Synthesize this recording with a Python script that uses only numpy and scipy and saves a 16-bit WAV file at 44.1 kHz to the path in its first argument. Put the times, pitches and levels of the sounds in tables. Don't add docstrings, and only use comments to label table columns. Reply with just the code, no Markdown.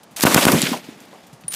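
import sys
import numpy as np
from scipy import signal
from scipy.io import wavfile
from scipy.ndimage import uniform_filter1d

SR = 44100
rng = np.random.default_rng(int(sys.argv[2]) if len(sys.argv) > 2 else 0)


def makeup_ratio(level_db):
    decades = np.asarray(level_db, float) / 20
    return 10 ** decades


def materialize(psi):
    bounded = np.clip(np.atleast_2d(psi).T, -1, 1)
    quanta = np.round(bounded * 32767).astype(np.int16)
    wavfile.write(sys.argv[1], SR, quanta)


N = 68355

# frequency in Hz, level in dB.
AIR_COLOUR = [(40, -26), (90, -28), (200, -1), (350, -12), (700, -6.5), (1500, -16), (8000, -28),
              (15500, -44)]
# time in seconds, level in dB.
WIND_LEVEL = [
    (0, -63.5),
    (.3, -57),
    (1.2, -69),
    (1.3, -60),
    (1.55, -54),
]
# time in seconds, level in dB, brightness in dB.
FIELD_LEVEL = [
    (0.223, -29.5, 12),
    (0.302, -21, -1.5),
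    (0.391, -20.5, 5),
    (0.548, -19.5, -8),
    (0.599, -22.5, 0.5),
    (0.739, -27.5, 0),
    (0.802, -41.5, -0.5),
    (1.0, -49, -2.5),
    (1.2, -52.5, -1),
]
# frequency in Hz, level in dB.
FIELD_COLOUR = [(60, -7), (110, -3), (200, 4), (400, -1.5), (1000, -11.5), (2500, -4.5), (9000, -16.5),
                (15500, -18)]
# start in seconds, peak in dB, pitch in Hz, T60 in seconds.
THUDS = [
    (.632, -3, 183, 0.027),
    (.714, -13.5, 234, 0.067),
    (.738, -16, 640, 0.033),
    (.752, -30, 246, .12),
    (.886, -18.5, 238, 0.023),
    (.925, -37, 218, 0.069),
    (1.241, -46, 250, 0.027),
]
# start in seconds, peak in dB, pitch in Hz, T60 in seconds.
FAR_SHOTS = [
    (1.328, -30, 140, .07),
    (1.440, -31, 150, .07),
]
# frequency in Hz, level in dB, T60 in seconds.
CASE_MODES = [
    (9593, 0, .045),
    (9560, -12, .9),
    (14140, -27, .02),
]
# start in seconds, level in dB.
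CASE_HITS = [
    (1.245, -65),
    (1.481, -15.5),
    (1.505, -30),
]
# start in seconds, peak in dB, centre in Hz, T60 in seconds.
CLATTER = [(0.032, -30, 6960, 0.051), (.161, -15.5, 5870, 0.27), (0.168, -15.5, 5700, 0.061),
           (.180, -15.5, 3240, 0.056), (0.192, -18, 680, 0.16), (0.2077, -2, 4860, 0.021),
           (0.215, -9.5, 5760, 0.21), (0.2237, -4, 8900, 0.24), (0.2278, -4, 8900, .12),
           (.3445, 15.5, 7100, 0.014), (0.4521, 4.5, 6700, 0.09), (0.518, -0.5, 8200, 0.041),
           (0.578, -12, 3300, 0.016), (0.109, -39, 4630, 0.17), (0.686, -15, 2840, 0.18),
           (.9, -38.5, 2500, 0.11), (1.001, -35.5, 3470, 0.25), (1.0525, -37, 8000, 0.042),
           (1.137, -40.5, 2780, 0.084), (1.264, -37, 7940, 0.14), (1.327, -34, 2800, 0.14),
           (1.408, -37.5, 7000, 0.085), (1.535, -23.5, 695, 0.24), (1.4826, -22, 6060, 0.045),
           (1.506, -26, 5970, 0.1), (1.5173, -17, 5700, 0.26), (1.5339, -11, 6860, 0.097),
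           (1.5434, -16.5, 6950, 0.14)]
# start in seconds, peak in dB,
# centre in Hz, T60 in seconds.
CRACKS = [
    (.1995, -18, 11000, .018),
    (.6178, -11, 6000, .022),
    (.6252, -14, 4500, .03),
    (.6535, -18, 2200, .05),
    (.668, -19, 2200, .06),
    (.727, -22, 720, .16),
    (1.1295, -40, 720, .25),
    (1.4372, -46, 2500, .04),
    (.172, -36, 800, .3),
]
# start in seconds, level in dB.
SHOTS = [
    (.2372, 0),
    (.3467, 0),
    (.4528, 0),
]
# delay in seconds, level in dB, sign, positive phase in seconds, top in Hz.
DIRECT = [
    (-.0002, 3, 1, .0001, 12000),
    (0, 3, -1, .0011, 7000),
    (.0031, -3, 1, .0001, 12000),
    (.0033, -9, -1, .002, 7000),
]
# delay in seconds, level in dB, sign, positive phase in seconds, top in Hz.
ARRIVALS = [
    (.0148, 6, 1, 0.0014, 1940),
    (.0339, 10, -1, .0003, 3000),
    (.0344, -11, 1, .0009, 2480),
    (.0373, -10, 1, 0.0014, 2480),
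    (.0387, -2, 1, .0008, 2500),
    (.0422, -4, 1, .0008, 2000),
    (.0455, -7.5, 1, .0008, 2000),
]
# delay in seconds, rise in seconds, T60 in seconds, level in dB, centre in Hz.
SCATTER = [
    (.019, 0.0099, 0.093, -12.5, 900),
    (0.0282, 0.0021, .05, -12, 1700),
    (.036, .004, .1, -20.5, 900),
    (.064, 0.013, 0.14, -18, 800),
    (.018, 0.0067, 0.27, -20.5, 9000),
    (0.063, 0.013, 0.6, -24.5, 8900),
]
# start in seconds, level in dB, positive phase in seconds.
SLAPS = [
    (.2358, -2, .0005),
    (.2437, -7, .0001),
    (.2444, -4, .0001),
    (.3559, -2, .0004),
    (.4621, -11, .0003),
    (.5804, -8, .0002),
    (.6187, -5, .0002),
    (.626, -8, .0002),
    (1.1297, -28, .0004),
    (1.4378, -33, .0003),
]


def rms_one(x):
    return x / np.sqrt(np.mean(x ** 2) + 1e-20)


def drift(rate_hz):
    r = np.exp(-2 * np.pi * rate_hz / SR)
    settle = 9000
    slow = signal.lfilter([1], [1, -2 * r, r * r], rng.standard_normal(N + settle))
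    return rms_one(slow[settle:])


def add(out, s, x):
    i = int(s * SR)
    out[i:i + len(x)] += x[:N - i]


def coloured(points, patchy_db, tilt_db=0):
    out = 0
    edges = 40 * 2 ** np.arange(0, 9.1, .5)
    white = rng.standard_normal((2, N))
    hz_at, db_at = np.transpose(points)
    for k, (low, high) in enumerate(zip(edges, np.minimum(edges[1:], 19000))):
        hz = np.sqrt(low * high)
        band = signal.sosfilt(signal.butter(2, [low, high], "band", fs=SR, output="sos"), white[k % 2])
        power = uniform_filter1d(band ** 2, size=1500) + 1e-12
        band = band * (np.std(band) ** 2 / power) ** .3
        level_db = np.interp(np.log(hz), np.log(hz_at), db_at) + patchy_db * drift(32)
        bright_db = tilt_db * np.log2(hz / 1500) / 2
        out = out + band * makeup_ratio(level_db) * makeup_ratio(bright_db)
    return out


def burst(rise_s, t60, hz, octaves):
    t = np.arange(12000) / SR
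    band = [hz / 2 ** octaves, min(hz * 2 ** octaves, 19000)]
    grain = makeup_ratio(3.0 * drift(510)[:len(t)])
    noise = rng.standard_normal(len(t)) * grain
    noise = rms_one(signal.lfilter(*signal.butter(2, band, "band", fs=SR), noise))
    rise = np.minimum(t / max(rise_s, 1e-4), 1)
    decay = makeup_ratio(-60 * np.maximum(t - rise_s, 0) / max(t60, .004))
    return noise * rise * decay


def air():
    lumps = rms_one(signal.lfilter(*signal.butter(2, 110, fs=SR), rng.standard_normal(N)))
    gust_db = np.interp(np.arange(N) / SR, *np.transpose(WIND_LEVEL)) + 3 * drift(12)
    floor = makeup_ratio(-50.5) * rms_one(coloured(AIR_COLOUR, 0.4))
    return floor + makeup_ratio(gust_db + 8.5) * lumps


def echo_field():
    t = np.arange(N) / SR
    s, db, bright_db = np.transpose(FIELD_LEVEL)
    tail_db = -60 * np.maximum(t - s[-1], 0)
    level_db = np.interp(t, s, db) + tail_db + 1.67 * drift(54)
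    noise = coloured(FIELD_COLOUR, 1.3, np.interp(t, s, bright_db))
    noise = noise / np.std(coloured(FIELD_COLOUR, 0))
    fade_in = np.clip((t - s[0]) / 0.007, 0, 1)
    return makeup_ratio(level_db) * noise * fade_in


def far_thuds():
    out, t = np.zeros(N), np.arange(8000) / SR
    for s, db, hz, t60 in THUDS + FAR_SHOTS:
        push = np.sin(2 * np.pi * hz * t) * np.minimum(t / 0.0051, 1) * makeup_ratio(-60 * t / t60)
        breath = burst(0.0031, t60, hz, 0.52)[:len(t)]
        add(out, s, makeup_ratio(db) * (push + 0.21 * breath))
    return out


def brass_cases():
    out, t = np.zeros(N), np.arange(8000) / SR
    for s, db in CASE_HITS:
        for hz, level_db, t60 in CASE_MODES:
            add(out, s, makeup_ratio(db + level_db - 60 * t / t60) * np.sin(2 * np.pi * hz * t))
    return out


def clatter():
    out = np.zeros(N)
    for s, db, hz, t60 in CLATTER:
        add(out, s, makeup_ratio(db - 12.5) * burst(0.014 * t60, t60, hz, 2.05))
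    for s, db, hz, t60 in CRACKS:
        octaves = .45 if hz < 1000 else .9
        add(out, s, makeup_ratio(db) * burst(.0004, t60, hz, octaves))
    return out


def hush():
    t = np.arange(N) / SR
    start_s, length_s = .0025, .0155
    duck_db = 0
    for s, _ in SHOTS:
        sink = (t - s - start_s) / .002
        recover = (s + start_s + length_s - t) / .006
        duck_db = duck_db - 20 * np.clip(np.minimum(sink, recover), 0, 1)
    return makeup_ratio(duck_db)


def blast(phase_s, top_hz):
    t = np.arange(2000) / SR / max(phase_s, 3e-5)
    return signal.lfilter(*signal.butter(2, min(top_hz, 19000), fs=SR), (1 - t) * np.exp(-t))


def rifle():
    out, one_round = np.zeros(N), np.zeros(SR // 2)
    lead = .001
    for delay, level_db, sign, phase_s, top_hz in DIRECT + ARRIVALS:
        add(one_round, lead + delay, sign * makeup_ratio(level_db) * blast(phase_s, top_hz))
    for delay, rise_s, t60, level_db, hz in SCATTER:
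        add(one_round, lead + delay, makeup_ratio(level_db) * burst(rise_s, t60, hz, 0.65))
    for s, db in SHOTS:
        add(out, s - lead, makeup_ratio(db) * one_round)
    for s, db, phase_s in SLAPS:
        add(out, s, makeup_ratio(db) * blast(phase_s, 6400))
    return out


def scene():
    ducked = echo_field() + far_thuds() + brass_cases() + clatter()
    mono = air() + hush() * ducked + rifle()
    return np.array([mono, mono])


def top_cut(x):
    return signal.sosfilt(signal.butter(12, 15850, fs=SR, output="sos"), x)


def record(dry):
    bass_hz, bass_q, ceiling = 169, 1.103, 1.08
    w = 2 * np.pi * bass_hz / SR
    a, c = np.sin(w) / 2 / bass_q, np.cos(w)
    x = signal.lfilter(np.array([1, -2, 1]) * (1 + c) / 2, [1 + a, -2 * c, 1 - a], dry)
    x = ceiling * np.tanh(x / ceiling)
    x = signal.lfilter(*signal.butter(2, 13800, fs=SR), x)
    x = signal.sosfilt(signal.cheby2(20, 60, 15900, fs=SR, output="sos"), x)
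    return top_cut(x)


dry = scene()
out = record(dry)
materialize(out)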